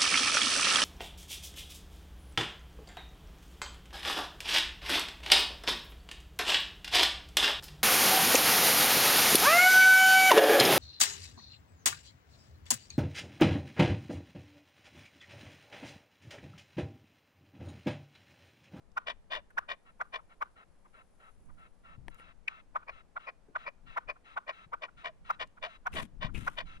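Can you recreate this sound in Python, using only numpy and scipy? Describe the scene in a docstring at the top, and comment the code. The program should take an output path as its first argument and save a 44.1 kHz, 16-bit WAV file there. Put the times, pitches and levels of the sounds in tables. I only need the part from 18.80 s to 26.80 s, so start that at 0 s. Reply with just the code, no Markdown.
"""A red-legged partridge stands on a parked motorbike in open hill country, close to a hand-held camera.
It calls mostly in pairs, a clipped chuck and then a hoarse rasp, and wheezes softly between them.
Chucks are unsteady tones with air and a crack; rasps and wheezes are noise ringing in throat resonances.
Light wind, made of low noise, bumps the two microphone ports.
Short noise bursts make small touches of the camera, and late on a hand rubs against it."""
import sys
import numpy as np
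from scipy import signal
from scipy.fft import rfft, irfft, next_fast_len
from scipy.io import wavfile
from scipy.ndimage import map_coordinates

SR = 44100
rng = np.random.default_rng(int(sys.argv[2]) if len(sys.argv) > 2 else 0)


def to_wav(sig):
    """Store sig (one row per channel, or 1-D mono) as 16-bit WAV at the path in sys.argv[1].

    Samples outside -1..1 are clipped; the rate is SR.
    """
    pcm = np.clip(np.atleast_2d(sig), -1, 1) * 32767
    pcm = np.round(pcm).astype(np.int16)
    wavfile.write(sys.argv[1], SR, pcm.T)  # frames by channels


N = 352800
TIME = np.arange(N) / SR

# How far the bill opens over time: wide at first, narrower after the pause, then wide again.
# Each row: time in seconds, opening (0 nearly shut, 1 wide).
BILL_OPENING = [(.5, 1.08), (1.35, 0.9), (3.6, 0.91), (4.1, 0.39), (4.9, 0.49), (5.7, .68), (6.3, 0.98),
                (7.8, 1.036)]
# Rubs of the hand on the camera.
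# Each row: start in seconds, end in seconds, level in dB, fading in dB per second, opening squeak in dB.
HAND_RUBS = [(7.118, 7.272, -42.5, 18, -47.5), (7.536, 7.83, -43, 72, -39)]
RUB_ATTACK_S, RUB_RELEASE_S = 0.023, 0.042


def gain_of(db):
    """Turns decibels into amplitude."""
    return 10 ** (np.asarray(db) / 20)


def evened(x):
    """Scales a signal to an rms of 1."""
    return x / np.sqrt(np.mean(x ** 2) + 1e-20)


def at(curve, s):
    """Reads a control curve at time s."""
    return np.interp(s, *np.transpose(curve))


def read(points, hz, axis=1):
    """Reads one column of a table against frequency, on a logarithmic axis."""
    columns = np.transpose(points)
    return np.interp(np.log(hz + 1), np.log(columns[0] + 1), columns[axis])


def filtered(x, response):
    """Applies a response given as a function of frequency."""
    size = next_fast_len(x.shape[-1] + 2048)
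    shaped = rfft(x, size) * response(np.fft.rfftfreq(size, 1 / SR))
    return irfft(shaped, size)[..., :x.shape[-1]]


def noise(spectrum, size=N):
    """Makes noise of rms 1 with the given spectrum."""
    return evened(filtered(rng.standard_normal(size), lambda hz: gain_of(read(spectrum, hz))))


def wobble(rate_hz, size=N):
    """Makes a smooth random wander of rms 1, mostly slower than the rate."""
    return evened(filtered(rng.standard_normal(size), lambda hz: np.exp(-(hz / rate_hz) ** 2)))


def throat(hz, modes, tilt=0):
    """Sums steep-sided resonances, leaning bright or dark by tilt in dB per octave."""
    power = sum(gain_of(db) ** 2 / (1 + ((hz - f) / width) ** 2 * 2) ** 2 for f, width, db in modes)
    lean = gain_of(tilt * np.log2(np.clip(hz, 500, 6000) / 1500))
    low_cut = hz ** 2 / (hz ** 2 + 250 ** 2)
    return np.sqrt(power) * lean * low_cut


def blown(modes, size, tilt=0):
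    """Blows turbulent air, as noise of rms 1, through a set of resonances."""
    return evened(filtered(rng.standard_normal(size), lambda hz: throat(hz, modes, tilt)))


def swell(middle, half, db):
    """Gives power that rises and sinks in a bell around one moment."""
    return gain_of(db) ** 2 * np.exp(-((TIME - middle) / half) ** 2)


def add(mix, s, sound):
    """Mixes a sound in at time s."""
    part = mix[max(round(s * SR), 0):][:len(sound)]
    part += sound[:len(part)]


def chuck(s, db, top_hz, droop=0.1078, jitter=0.087, skew=0.089, size=4096):
    """The syrinx gives a few dozen unsteady cycles: pitch and level arch together, with air and a crack."""
    # Air noise at the usual pitch. Each row: frequency in Hz, relative level in dB.
    air_spectrum = [(200, -43.5), (400, -18.5), (650, 3), (1000, 1.5), (1350, 5), (1900, -3), (2450, -5),
                    (2900, -13.5), (3800, -20.5), (6000, -55), (9000, -41)]
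    # The bright crack. Each row: frequency in Hz, relative level in dB.
    crack_spectrum = [(500, -6), (2000, 11), (3500, -22.5), (4400, -10), (5700, 2), (6500, -8.5),
                      (8700, -20.5), (10500, -11), (12500, -12.5), (14500, -19.5)]
    usual_hz, usual_half_s, shorten = 1388, 0.00616, 1.6
    pitch_ratio = top_hz / usual_hz

    # Higher chucks are shorter. u counts half lengths from the middle.
    half = usual_half_s * (1 / pitch_ratio) ** shorten
    u = (np.arange(size) - size / 2) / SR / half
    push = np.exp(-(u * (1 + skew * np.sign(u))) ** 2 / 2)  # it swells more slowly than it stops

    arch = np.maximum(1 - droop * (u + 0.27) ** 2, .72)
    hz = top_hz * arch * (1 + jitter * wobble(472, size))
    shimmer = 1 + .3 * wobble(400, size)
    tone = np.sqrt(2) * np.sin(2 * np.pi * np.cumsum(hz) / SR) * shimmer

    # Higher chucks are purer, and their air noise moves up with the pitch.
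    air_db = -6 - 11 * np.log2(pitch_ratio)
    air = gain_of(air_db) * noise([(f * pitch_ratio, a) for f, a in air_spectrum], size)

    # The crack weakens in chucks softer than -24.5 dB and as the bill shuts.
    crack_db = -18 + .7 * min(db + 24.5, 0) - 13.5 * (1 - at(BILL_OPENING, s))
    crack_grit = evened(np.exp(.5 * wobble(520, size)))
    crack = gain_of(crack_db) * noise(crack_spectrum, size) * crack_grit * push

    note = push * (tone + air + crack)
    return s, gain_of(db) * note * np.linalg.norm(push) / np.linalg.norm(note)


def trail(db, under_db=-31, length_s=0.066, size=4096):
    """Air whistles on thinly for a moment after a chuck."""
    # Resonances of the whistle. Each row: frequency in Hz, width in Hz, relative level in dB.
    whistle_modes = [(720, 260, -16.5), (1030, 130, -7), (1210, 95, 5.5), (1433, 140, 2.5),
                     (1860, 90, -15.5), (2400, 1600, -22.5)]
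    t = np.arange(size) / SR
    fade = np.exp(-(t / length_s) ** 4) * np.minimum(t / .005, 1)
    return gain_of(db + under_db) * blown(whistle_modes, size) * fade


def rasp(start, end, db, flutter_hz=61, taper_shut=2.0, taper_wide=0.96, lead_s=0.0052,
         dull_db=-8.5, dull_tilt=-5.0, size=16384):
    """Air forced through slack, fluttering membranes rings the throat; the edges of the note are duller."""
    # Resonances of the throat. Each row: frequency in Hz, width in Hz, relative level in dB with the
    # bill wide, relative level in dB with it nearly shut.
    throat_modes = [(631, 147, 0, -2), (1049, 129, 5, 1.5), (1245, 120, -4.5, 5), (1700, 290, 0.5, -7),
                    (1906, 145, 2, -6.5), (2392, 167, 2, 5), (2926, 200, 0, -28), (3500, 350, -5, -40.5),
                    (4060, 170, -16.5, -33), (4450, 184, -15, -31.5), (4890, 300, -19.5, -29),
                    (5390, 800, -23.5, -40.5), (7050, 1760, -35.5, -51), (10460, 600, -37, -73)]
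    rise_shut_s, rise_wide_s = 0.034, .022  # time to the loudest moment
    opening = at(BILL_OPENING, start)
    top = start + rise_shut_s + opening * (rise_wide_s - rise_shut_s)
    t = top + (np.arange(size) - size / 2) / SR
    modes = [(f, width, shut + opening * (wide - shut)) for f, width, wide, shut in throat_modes]

    rise = np.clip(np.minimum((t - start) / (top - start), (end - t) / (end - top)), 0, 1)
    taper = taper_shut + opening * (taper_wide - taper_shut)
    push = np.sin(np.pi / 2 * rise) ** taper * np.minimum(rise / 0.47, 1)

    # The flutter is unsteady, and deeper with the bill open.
    turns = np.cumsum(flutter_hz * (1 + 0.36 * wobble(60, size))) / SR
    flaps = 1 + (.15 + .27 * opening) * np.cos(2 * np.pi * (turns - turns[size // 2]))
    grit = np.exp(.2 * wobble(500, size))
    rough_air = rng.standard_normal(size) * flaps * grit * push
    hoarse = filtered(rough_air, lambda hz: throat(hz, modes))

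    # Duller air starts a little before the hoarse part and ends a little after it.
    flow = np.interp(t, [start - lead_s, top, end - .01, end + .009], [0, 1, .5, 0])
    dull = gain_of(dull_db) * blown(modes, size, dull_tilt) * flow
    return top, gain_of(db) * (hoarse * np.linalg.norm(push) / np.linalg.norm(hoarse) + dull)


def coo(s, db, pitch_hz, half_s=0.0111, fall=0.048, size=4096):
    """As the push ends, the membranes settle into a clean, sinking tone."""
    u = (np.arange(size) - size / 2) / SR / half_s
    turns = np.cumsum(pitch_hz * (1 - fall * u)) / SR
    return s, gain_of(db) * np.sqrt(2) * np.sin(2 * np.pi * turns) * np.exp(-u ** 2 / 2)


def wheeze(start, end, db, edge_s=0.019, arch=0.11, sharp=.08, settle_s=0.0219, size=8192):
    """Air drawn through the narrowed airway swells and sinks; its whistle starts sharp and settles."""
    # Resonances of the airway. Each row: frequency in Hz, width in Hz, relative level in dB.
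    airway_modes = [(660, 250, -3.5), (1078, 190, -1.5), (1310, 65, 11), (1600, 150, -2.5), (1800, 93, -1),
                    (2116, 170, -5.5), (2666, 190, -4.5), (3220, 760, -18), (3890, 59, -12.5),
                    (5134, 90, -34), (6300, 320, -35.5), (8680, 1800, -45.5)]
    # Wheezes brighten as the bird gets worked up. Each row: time in seconds, tilt in dB per octave.
    brightening = [(2.5, 0.5), (3.6, 4), (5.2, 5), (8, 7)]
    t = np.arange(size) / SR
    inside = np.maximum(np.minimum(t, end - start - t), 0)  # seconds to the nearer end
    flow = np.minimum(inside / edge_s, 1) * (inside / inside.max() * 2 + 1e-9) ** arch
    air = blown(airway_modes, size, at(brightening, start))
    # Reading the air faster at first raises its pitch.
    reading_place = np.cumsum(1 + sharp * np.exp(-t / settle_s))
    return gain_of(db) * map_coordinates(air, [reading_place], mode="wrap") * flow


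def partridge():
    """Gathers the notes that the bird makes with its breath in one dry track."""
    # Each row: middle in seconds, level in dB, top pitch in Hz (before the jitter).
    chuck_calls = [(.179, -27, 1480), (0.71, -58.5, 1700), (.785, -25, 1520), (1.215, -30, 1340),
                   (1.396, -51, 1250), (1.625, -28.5, 1371), (2.061, -59, 1250), (2.701, -59, 1250),
                   (3.683, -25.5, 2408), (3.965, -28, 1320), (4.031, -54, 1400), (4.373, -33.5, 1400),
                   (4.764, -29, 1430), (5.178, -28, 1350), (5.367, -57.5, 1400), (5.578, -30, 1350),
                   (5.939, -32, 1280), (6.09, -52.5, 1400), (6.507, -25, 1400), (6.781, -53, 1400),
                   (7.072, -28, 1400), (7.498, -53, 1350), (7.68, -26.5, 1430)]
    # Each row: start in seconds, end in seconds, level in dB.
    rasp_calls = [(0.263, 0.329, -35.5), (0.503, 0.6, -35), (0.882, 0.947, -35.5), (1.324, 1.383, -37),
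                  (4.068, 4.115, -40.5), (4.459, 4.51, -39.5), (4.852, 4.9, -36.5), (5.275, 5.324, -35),
                  (5.668, 5.721, -35.5), (6.014, 6.067, -37.5), (6.236, 6.299, -36.5), (6.592, 6.65, -35.5),
                  (6.818, 6.883, -36.5), (7.152, 7.23, -35), (7.408, 7.486, -36.5), (7.767, 7.83, -36)]
    # Small clear coos that end some rasps. Each row: middle in seconds, level in dB, middle pitch in Hz.
    coo_calls = [(.577, -51, 600), (6.291, -48, 668), (6.875, -49, 707)]
    # Each row: start in seconds, end in seconds, level in dB.
    wheeze_breaths = [(1.048, 1.119, -60), (1.488, 1.553, -59), (1.752, 1.848, -58), (2.127, 2.233, -58.5),
                      (2.39, 2.513, -59.5), (2.769, 2.888, -59.5), (3.032, 3.17, -58), (3.298, 3.382, -61),
                      (3.372, 3.533, -57.5), (3.673, 3.822, -56.5), (4.107, 4.228, -58),
                      (4.387, 4.476, -57), (4.771, 4.865, -54), (5.057, 5.172, -55), (5.438, 5.561, -56.5),
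                      (5.712, 5.867, -56.5), (6.164, 6.244, -55), (6.442, 6.564, -54.5),
                      (6.866, 6.98, -55.5), (7.541, 7.685, -58), (7.85, 7.988, -55.5)]
    bird = np.zeros(N)
    notes = [chuck(*row) for row in chuck_calls]
    notes += [rasp(*row) for row in rasp_calls]
    notes += [coo(*row) for row in coo_calls]
    for middle, sound in notes:
        add(bird, middle - len(sound) / 2 / SR, sound)
    for s, db, _ in chuck_calls:
        add(bird, s, trail(db))
    for row in wheeze_breaths:
        add(bird, row[0], wheeze(*row))
    return bird


def at_ports(x):
    """The camera body shades and delays the bird differently for each port."""
    # Each row: frequency in Hz, left minus right in dB, lag of the left in radians.
    port_differences = [(295, 4, .1), (607, 3.5, 0.95), (914, 2, 1.45), (1300, 4, 2.29), (1407, -2.5, 1.62),
                        (1465, -5.5, 0.94), (1712, -3.5, 2.91), (1940, 11, 0.47), (2170, 15, 1.8),
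                        (2290, 3, 0.34), (2960, 9.5, 4.03), (4170, 7.5, 5.02), (6250, 11.5, 8),
                        (9900, 13, 10.9)]

    def port(hz, side):
        difference_db = read(port_differences, hz)
        balance = gain_of(side * difference_db / 2)
        keep_power = np.sqrt(np.cosh(np.log(gain_of(difference_db))))  # same total power in both ports
        lag = np.exp(-.5j * side * read(port_differences, hz, axis=2))
        return balance / keep_power * lag

    return np.array([filtered(x, lambda hz: port(hz, side)) for side in (1, -1)])


def scatter(x, wet_db=-31, t60_s=0.38):
    """Open ground and bushes give back only a faint, short tail of scattered sound."""
    t = np.arange(SR // 2) / SR
    tails = rng.standard_normal((2, len(t))) * gain_of(-60 * t / t60_s) * (t > .005)
    tails = tails / np.linalg.norm(tails[0])
    return gain_of(wet_db) * signal.fftconvolve(x[None], tails, axes=1)[:, :N]


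def handling(brush_grain_db=2, rub_right_db=-8, shade_hz=5000, brush_right_db=-14):
    """Skin and cloth slide over the camera in fine slips; the right port hears them softer."""
    # Sound of skin. Each row: frequency in Hz, relative level in dB.
    rub_spectrum = [(100, 9), (300, 1), (550, -8), (1200, -5.5), (2200, -4.5), (2750, -6), (3300, -7),
                    (4500, -19), (6500, -16.5), (10500, -15), (13000, -27), (15000, -32)]
    # Sound of cloth. Each row: frequency in Hz, relative level in dB.
    brush_spectrum = [(1000, -24), (4000, -18), (7000, -6.5), (9000, -7), (10500, 2.5), (11400, -9),
                      (12200, -22), (15000, -28)]
    # Soft brushes of a sleeve. Each row: height in seconds, half length in seconds, level in dB.
    sleeve_brushes = [(1.3, 0.49, -83.5), (2.47, 0.43, -79), (3.305, .015, -77), (3.394, 0.019, -71)]
    slips = evened(gain_of(3.2 * wobble(220) + 2 * wobble(40)))
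    pressure = np.zeros(N)
    for start, end, db, fading, _ in HAND_RUBS:
        edges = np.clip(np.minimum((TIME - start) / RUB_ATTACK_S, (end - TIME) / RUB_RELEASE_S), 0, 1)
        pressure += gain_of(db - fading * np.maximum(TIME - start, 0)) * edges
    # The right port also hears the rub duller.
    shaded = gain_of(rub_right_db) * filtered(noise(rub_spectrum), lambda hz: 1 / (1 + (hz / shade_hz) ** 2))
    rub = pressure * slips * np.array([noise(rub_spectrum), shaded])

    folds = evened(gain_of(brush_grain_db * wobble(73)))
    cloth = np.array([noise(brush_spectrum), gain_of(brush_right_db) * noise(brush_spectrum)])
    brush = np.sqrt(sum(swell(*row) for row in sleeve_brushes)) * folds * cloth
    return rub + brush


def burst(db, centre_hz, share, decay_s, size=8192):
    """A knock rings in one band, as wide as a share of its centre, and dies at once."""
    t = np.arange(size) / SR
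    fade = np.exp(-t / decay_s) * np.minimum(t * centre_hz * 2, 1)
    band = filtered(rng.standard_normal(size), lambda hz: 1 / (1 + (2 * (hz / centre_hz - 1) / share) ** 2))
    sound = fade * band
    return gain_of(db) * sound * np.linalg.norm(fade) / np.linalg.norm(sound)


def touches(tick_width=0.96, tick_decay_s=.003, bump_width=0.79, bump_decay_s=0.022, right_db=-9.0):
    """Contacts around the camera ring as short bursts: clicks, ticks, bumps and squeaks, stronger on the left."""
    # Sharp clicks of something hard. Each row: time in seconds, level in dB.
    hard_clicks = [(3.2823, -32), (3.398, -43)]
    # What a click rings with.
    # Each row: centre in Hz, width as a share of the centre, decay in seconds, relative level in dB.
    click_modes = [(596, 2.1, 0.0028, -2.5), (1960, 0.64, .0011, 0), (9100, 0.17, 0.0014, -20.5)]
    # Tiny dry ticks. Each row: time in seconds, level in dB, centre in Hz.
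    dry_ticks = [(0.117, -66, 5200), (.705, -69, 9500), (3.345, -59, 8100), (6.673, -63.5, 6030)]
    # Dull bumps of the hand. Each row: time in seconds, level in dB, centre in Hz.
    hand_bumps = [(3.178, -41.5, 100), (4.684, -54, 327), (5.861, -52.5, 130), (7.139, -39, 273),
                  (7.181, -43, 171), (7.226, -39.5, 217), (7.444, -32.5, 137), (7.543, -43.5, 280),
                  (7.578, -34.5, 112), (7.617, -40.5, 176)]
    out = np.zeros(N)
    for s, db in hard_clicks:
        add(out, s, sum(burst(db + mode_db, hz, share, decay_s) for hz, share, decay_s, mode_db in click_modes))
    for s, db, hz in dry_ticks:
        add(out, s, burst(db, hz, tick_width, tick_decay_s))
    for s, db, hz in hand_bumps:
        add(out, s, burst(db, hz, bump_width, bump_decay_s))
    # The skin squeaks as it first slips.
    for start, *_, db in HAND_RUBS:
        add(out, start + RUB_ATTACK_S / 2, burst(db, centre_hz=2570, share=.25, decay_s=0.02))
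    return out * gain_of([[0], [right_db]])


def wind(breeze_left_db=-59, breeze_right_db=-66.5, lumps_db=3.0, air_db=-71, shared_db=-3):
    """Eddies of a breeze and its gusts bump each port separately, over the even hush of the valley."""
    # Low bumping noise. Each row: frequency in Hz, relative level in dB.
    wind_spectrum = [(15, 9), (35, 2), (65, -3.5), (120, -10.5), (180, -9), (300, -19), (500, -42.5),
                     (1000, -52), (3000, -74)]
    # The valley's hush. Each row: frequency in Hz, relative level in dB.
    hush_spectrum = [(30, 2.5), (100, -48.5), (180, 3), (300, -2.5), (500, 0), (800, -4), (1300, -9),
                     (2200, -15), (3500, -20.5), (6000, -23), (10000, -25), (12500, -36), (14000, -54.5)]
    # Each row: height in seconds, half length in seconds, left level in dB, right level in dB.
    wind_gusts = [(2.702, 0.1, -66, -51.5), (3.082, 0.042, -58, -46), (3.23, 0.085, -45, -64),
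                  (3.802, 0.32, -58.5, -73), (5.05, 0.15, -54, -68), (6.592, 0.39, -62, -57.5),
                  (7.2, 0.043, -54, -40), (7.452, .22, -41.5, -53), (7.453, 0.033, -31.5, -55),
                  (7.573, 0.024, -32.5, -58), (7.9, 0.15, -49, -47)]
    left_power = gain_of(breeze_left_db) ** 2 + sum(swell(s, half, db) for s, half, db, _ in wind_gusts)
    right_power = gain_of(breeze_right_db) ** 2 + sum(swell(s, half, db) for s, half, _, db in wind_gusts)
    bumps = []
    for power in (left_power, right_power):
        lumps = evened(gain_of(lumps_db * wobble(7.7)))
        bumps.append(np.sqrt(power) * noise(wind_spectrum) * lumps)
    # Part of the hush is shared by the ports and part is separate.
    hush = gain_of(shared_db) * noise(hush_spectrum) + np.array([noise(hush_spectrum), noise(hush_spectrum)])
    return np.array(bumps) + gain_of(air_db) * evened(hush)


def scene():
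    """Sums the bird, its faint tail, the hand and the wind at the two ports."""
    bird = partridge()
    return at_ports(bird) + scatter(bird) + handling() + touches() + wind()


def record(dry):
    """The recorder's band limit takes away the sound above its edge."""
    edge_hz = 14300
    low_pass = signal.firwin(255, edge_hz, window=("kaiser", 8), fs=SR)
    return signal.oaconvolve(dry, low_pass[None], "same")


dry = scene()
out = record(dry)
to_wav(out)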